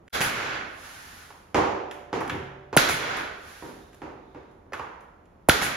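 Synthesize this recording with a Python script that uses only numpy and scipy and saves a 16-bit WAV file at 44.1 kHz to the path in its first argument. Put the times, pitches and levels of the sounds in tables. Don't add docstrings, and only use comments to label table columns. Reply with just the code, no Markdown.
import sys
import numpy as np
from scipy import signal
from scipy.fft import rfft, irfft, next_fast_len
from scipy.io import wavfile
from scipy.ndimage import uniform_filter1d, minimum_filter1d, map_coordinates

SR = 44100
rng = np.random.default_rng(int(sys.argv[2]) if len(sys.argv) > 2 else 0)


def log_audio(samples):
    frames = np.atleast_2d(samples).T
    limited = np.clip(frames, -1, 1)
    pcm = np.round(limited * 32767).astype(np.int16)
    wavfile.write(sys.argv[1], SR, pcm)


N = 254368
LENGTH = 65536
T, HZ = np.arange(LENGTH) / SR, np.fft.rfftfreq(LENGTH, 1 / SR)
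# f/Hz, level/dB
CRACK_SPECTRUM = [(300, -20), (1500, 0.5), (3500, -6), (7000, -7), (11000, 3), (16000, -1)]


def amp(db):
    return 10 ** (np.asarray(db) / 20)


def unit(x):
    return x / np.sqrt(np.mean(np.abs(x) ** 2) + 1e-20)


def along(points, hz):
    freqs, values = np.transpose(points)
    return np.interp(np.log(hz + 1), np.log(freqs), values)


def add(track, s, sound):
    part = track[:, max(round(s * SR), 0):][:, :sound.shape[1]]
    part += sound[:, :part.shape[1]]


def filtered(x, response):
    size = next_fast_len(x.shape[-1] + 4096, real=True)
    return irfft(rfft(x, size) * response(np.fft.rfftfreq(size, 1 / SR)), size)[..., :x.shape[-1]]


def shape(points):
    return unit(amp(along(points, HZ)))


def coloured(x, gain):
    cepstrum = irfft(np.log(np.maximum(gain, 1e-6)))
    cepstrum[1:LENGTH // 2] *= 2
    cepstrum[LENGTH // 2 + 1:] = 0
    return irfft(rfft(x) * np.exp(rfft(cepstrum)))


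def resonance(hz, centre_hz, quality):
    return 1 / np.hypot(1, quality * ((hz + 1) / centre_hz - centre_hz / (hz + 1)))


def fade(t60):
    return np.exp(-np.log(1000) * T / t60)


def attack(build_s):
    return 1 - np.exp(-T / build_s)


def burst(t60):
    return rng.standard_normal(LENGTH) * fade(t60)


def glide(start_hz, end_hz, fall_s):
    return np.sin(2 * np.pi * np.cumsum(end_hz + (start_hz - end_hz) * np.exp(-T / fall_s)) / SR)


def swells(cues, rise, sag, release):
    t = np.arange(N) / SR
    return sum(amp(db - rise * np.maximum(s - t, 0)
                   - sag * np.clip(t - s, 0, length)
                   - release * np.maximum(t - s - length, 0)) for s, db, length in cues)


def direct(x):
    return filtered(x, lambda hz: np.array([np.exp(-2j * np.pi * hz * 34e-6), np.ones_like(hz)]))


def diffuse(size):
    # f/Hz, correlation
    likeness = [(60, 0.97), (130, 0.97), (290, 0.8), (640, 0.0086), (1400, 0.076), (3100, 0.31), (7000, 0),
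                (15000, 0)]

    def mid_side(hz):
        angle = np.arccos(np.clip(along(likeness, hz), -1, 1)) / 2
        return np.array([np.cos(angle), np.sin(angle)])

    mid, side = filtered(rng.standard_normal((2, size)), mid_side)
    return np.array([mid + side, mid - side])


def echo(build_s):
    # f/Hz, t60/s
    reverb_times = [(60, 0.84), (130, 0.5), (250, 0.95), (700, 1), (1500, 0.9517), (3000, 0.8358),
                    (6000, 0.7), (10000, .5), (15000, 0.42)]
    hz, t, spectra = signal.stft(diffuse(LENGTH), SR, nperseg=512)
    decay = np.exp(-np.log(1000) * t / along(reverb_times, hz)[:, None])
    tail = signal.istft(spectra * decay, SR, nperseg=512)[1]
    return tail[:, :LENGTH] * attack(build_s)


def building_rumble():
    # f/Hz, level/dB
    spectrum = [(20, -24.5), (48, -3.5), (62, -8.5), (83, -2.5), (110, -12), (160, -11), (300, -13),
                (600, -15), (1300, -23), (2500, -36), (5000, -49), (15000, -57)]
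    level_db, wander_db, wanders_per_s = -53, 0.44, 2.7
    knots = np.arange(N) * wanders_per_s / SR
    wander = map_coordinates(rng.standard_normal(64), [knots], mode="mirror")
    rumble = unit(filtered(diffuse(N), lambda hz: amp(along(spectrum, hz))))
    return amp(level_db + wander_db * wander) * rumble


def nose_slide():
    # t/s at full speed, level/dB, length/s
    cues = [(3.5, -62.5, 0.54), (4.3, -71, 0.2)]
    scrape = unit(filtered(diffuse(N), lambda hz: resonance(hz, centre_hz=3670, quality=8.3)))
    return swells(cues, rise=100, sag=14, release=85) * scrape


def hose_refill():
    # t/s at full flow, level/dB, length/s
    cues = [(.855, -42, 0.38), (3.49, -46, 0.2)]
    # f/Hz, level/dB
    spectrum = [(200, -1), (500, -1), (800, 5.5), (1100, 6), (1500, 12.5), (2500, 4), (4000, 0.5),
                (7000, -5.5), (11000, -5.5), (14000, -13.5), (16000, -13)]
    hiss = unit(filtered(diffuse(N), lambda hz: amp(along(spectrum, hz))))
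    return swells(cues, rise=98, sag=11, release=62) * hiss


def metal_clicks():
    # t/s, ring/dB, snap/dB
    cues = [(0.079, -44.5, -64), (1.912, -29.5, -44.5), (2.207, -44, -40.5), (2.277, -32.5, -45),
            (2.2969, -18, -56.5), (3.168, -50, -32), (3.931, -48, -57), (3.945, -51.5, -51),
            (4.512, -63.5, -65), (4.733, -30, -44.5), (5.007, -55, -57), (5.256, -60, -69)]
    ring = shape([(400, -30), (1500, 4.5), (2700, -2), (3400, -4), (4200, -15.5),
                  (9000, -27.5), (16000, -32)])
    snap = shape([(1500, -24), (6000, -3.5), (11000, -0.5), (16000, -11)])
    out = np.zeros((2, N))
    for s, ring_db, snap_db in cues:
        contact = amp(-2.5) * direct(burst(t60=0.031)) + amp(-16) * echo(build_s=0.0022)
        add(out, s, coloured(contact, amp(ring_db) * ring + amp(snap_db) * snap))
    return out


def bending_wave(delay_s):
    travel_cycles = 2 * delay_s * np.sqrt(1000 * HZ)
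    return irfft(np.exp(-2j * np.pi * travel_cycles)) * (T < T[-1] / 2)


def wood_ring():
    # f/Hz, level/dB, t60/s
    modes = [(135.7, -5.5, 2), (296, 5, 0.27), (319, 5, 0.73), (386, -0.5, 1.5), (492, 3, 0.29),
             (586, -13, 3.3), (723, -9, 2.2), (815, -3.5, 0.6), (940, -1.5, 0.72)]
    ring = np.zeros((2, LENGTH))
    for hz, db, t60 in modes:
        envelope = amp(db + rng.normal(0, 1.6)) * fade(t60)
        phase = rng.random() + min(hz / 2000, 1) * rng.random((2, 1))
        ring += envelope * np.sin(2 * np.pi * (hz * T + phase))
    return ring * attack(build_s=0.0086)


def trim_knocks():
    # t/s, level/dB, hardness/dB, f/Hz of the struck spot
    cues = [(1.304, -39.5, 5, 1080), (1.545, -16.5, 3.5, 300), (1.574, -15.5, -11.5, 790),
            (2.129, -24, 2.5, 294), (2.208, -24, -10, 1370), (2.296, -26.5, -9, 1700),
            (2.311, -43, -19.5, 136.2), (2.7284, -27.5, 2.5, 302), (3.624, -39.5, -14, 283),
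            (4.018, -35.5, -1.5, 285), (4.347, -42.5, -2.5, 288.6), (4.656, -62.5, -33, 301),
            (4.722, -35, -4, 582), (4.733, -26, 4, 1540), (4.795, -25.5, -4.5, 1090)]
    # f/Hz, level/dB
    trim_spectrum = [(29, -37.5), (50, -6), (75, 2.5), (165, -4), (314, -2.5), (494, 0), (643, -9),
                     (856, -4), (1750, -13), (2450, -18.5), (3670, -32.5), (5910, -40), (8460, -45.5),
                     (10700, -52.5), (15000, -59.5)]
    open_span_hz, spot_boost_db = 280, 14
    above_bass, treble = (1 / (1 + (edge_hz / (HZ + 1)) ** 6) for edge_hz in (600, 3000))
    bands = [1 - above_bass, above_bass * (1 - treble), treble]
    out = np.zeros((2, N))
    for s, level_db, hard_db, spot_hz in cues:
        octaves = np.log2(spot_hz / open_span_hz)
        bass_db = level_db - 1 - 5 * octaves - 0.38 * hard_db
        treble_db = level_db - 16 + hard_db
        room_db = -3 - 3.5 * octaves
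        spot = shape(trim_spectrum) * (1 + amp(spot_boost_db) * resonance(HZ, spot_hz, quality=2.1))
        colour = sum(amp(db) * unit(spot * band)
                     for db, band in zip((bass_db, level_db, treble_db), bands))
        contact = amp(16) * bending_wave(delay_s=0.0017) + amp(-2.5) * burst(t60=0.091)
        blow = direct(contact) + amp(room_db) * echo(build_s=0.0094)
        hollow = amp(bass_db + room_db - 8.5) * wood_ring()
        snap = amp(treble_db - 1.5) * direct(coloured(burst(t60=0.002), shape(CRACK_SPECTRUM)))
        add(out, s, coloured(blow, colour) + hollow + snap)
    return out


def piston_return(metal, clack_db, vent_db):
    # delay/s, level/dB
    bounces = [(0, -1), (.0065, 1.5), (0.014, -4.5)]
    # f/Hz, level/dB
    clack_spectrum = [(40, -9.5), (130, 3.5), (220, -4.5), (500, -5.5), (1000, -2.5), (1700, 0), (2600, -3),
                      (4000, -13), (8000, -17), (16000, -19)]
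    vent_spectrum = [(300, -42), (1500, 11), (3500, -12.5), (7000, 1.5), (11000, 8), (14000, -12.5),
                     (16000, -2)]
    rattle = np.zeros((2, LENGTH))
    for delay_s, db in bounces:
        add(rattle, delay_s, amp(db - 20) * coloured(direct(burst(t60=0.017)), shape(clack_spectrum)))
    room = amp(-26) * coloured(echo(build_s=0.0052), shape(clack_spectrum) * metal)
    puff = amp(-24) * coloured(echo(build_s=0.035) * fade(0.45), shape(vent_spectrum))
    return amp(clack_db) * rattle + amp(vent_db) * (room + puff)


def air_charge(thump_db):
    thump = amp(thump_db - 5.5) * glide(start_hz=1098, end_hz=128.5, fall_s=0.0025) * fade(0.056)
    spit = amp(-11.5) * coloured(burst(t60=0.079), shape(CRACK_SPECTRUM))
    return direct(thump + spit)


def driver_strike(metal, recoil_db, room_db):
    # f/Hz, level/dB
    blast_spectrum = [(35, -14), (75, -2), (110, -8.5), (160, -9), (450, -1.5), (800, -4), (1150, -5),
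                      (1480, -1), (1900, -4), (2800, -9.5), (3500, -8.5), (5000, -14.5), (8000, -18.5),
                      (12000, -19.5), (16000, -29.5)]
    strike = amp(-2) * glide(start_hz=4790, end_hz=1387, fall_s=0.00079) * fade(0.032)
    crack = amp(-3.5) * coloured(burst(t60=0.0073), shape(CRACK_SPECTRUM))
    kick = glide(start_hz=160, end_hz=61.5, fall_s=0.0065)
    recoil = amp(recoil_db) * kick * fade(0.031) * attack(build_s=0.002)
    room = amp(room_db - 22) * coloured(echo(build_s=0.001), shape(blast_spectrum) * metal)
    exhaust = amp(-32) * coloured(echo(build_s=0.004) * fade(0.35), shape(CRACK_SPECTRUM))
    clang = amp(-24) * coloured(burst(t60=0.09), unit((metal - 1) ** 2))
    return direct(strike + crack + clang + recoil) + room + exhaust


def nail_gun():
    # t/s, level/dB, thump/dB, recoil/dB, driver delay/s, room/dB, return t/s, clack/dB, vent/dB
    cues = [(.097, 17.5, -15.5, -16, 0.0068, -2.5, .2067, 4, 1.6),
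            (2.766, 12.5, 2.5, -14, .0071, 5.5, 2.889, 6, 1),
            (5.4875, 1, 2, -3.5, .0079, 2.2, 5.616, 1.5, 1.5)]
    # f/Hz, quality, level/dB
    body_modes = [(1450, 14, -4), (2211, 60, -5), (3400, 45, -4), (3965, 90, -4), (4126, 90, -5),
                  (4680, 90, -4)]
    metal = 1 + sum(amp(db) * resonance(HZ, hz, quality) for hz, quality, db in body_modes)
    out = np.zeros((2, N))
    for s, db, thump_db, recoil_db, delay_s, room_db, return_s, clack_db, vent_db in cues:
        add(out, s, amp(db) * air_charge(thump_db))
        add(out, s + delay_s, amp(db) * driver_strike(metal, recoil_db, room_db))
        add(out, return_s, amp(db) * piston_return(metal, clack_db, vent_db))
    return out


def scene():
    # f/Hz, left minus right/dB
    balance = [(100, 0.5), (380, -1.4), (700, -6), (1300, -2.5), (2400, -2), (5000, -1.5), (12000, 0)]
    mix = nail_gun() + trim_knocks() + metal_clicks() + hose_refill() + nose_slide() + building_rumble()
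    return filtered(mix, lambda hz: amp(np.outer([.5, -.5], along(balance, hz))))


def gain_control(x, limit_db, hold_s, recovery_db_per_s, ahead_s):
    power = np.abs(uniform_filter1d(np.mean(x ** 2, axis=0), size=600))
    duck_db = np.minimum(limit_db - 10 * np.log10(power + 1e-12), 0)
    span, lead = int(hold_s * SR) + 1, int(ahead_s * SR) + 1
    held = minimum_filter1d(duck_db, span, origin=(span - 1) // 2, mode="constant")
    ramp = recovery_db_per_s * np.arange(N) / SR
    gain_db = np.minimum.accumulate(held - ramp) + ramp
    return x * amp(uniform_filter1d(minimum_filter1d(gain_db, lead), lead))


def record(dry):
    # f/Hz, gain/dB
    microphone = [(4000, -2), (7000, 2.5), (8400, -10), (9600, 1.5), (12000, 2.5), (13300, -7), (14600, 1),
                  (16000, -7.5)]
    ceiling, top_hz = 0.76, 15950
    x = filtered(dry, lambda hz: amp(along(microphone, hz)))
    x = gain_control(x, limit_db=-9, hold_s=0.21, recovery_db_per_s=61.5, ahead_s=0.008)
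    x = x / (1 + (x / ceiling) ** 6) ** (1 / 6)
    dip_db = np.interp(np.arange(N) / SR, [.086, .09, .122, .13, .15], [0, -70, -60, -13, 0])
    return filtered(x * amp(dip_db), lambda hz: 1 / (1 + (hz / top_hz) ** 120))


dry = scene()
out = record(dry)
log_audio(out)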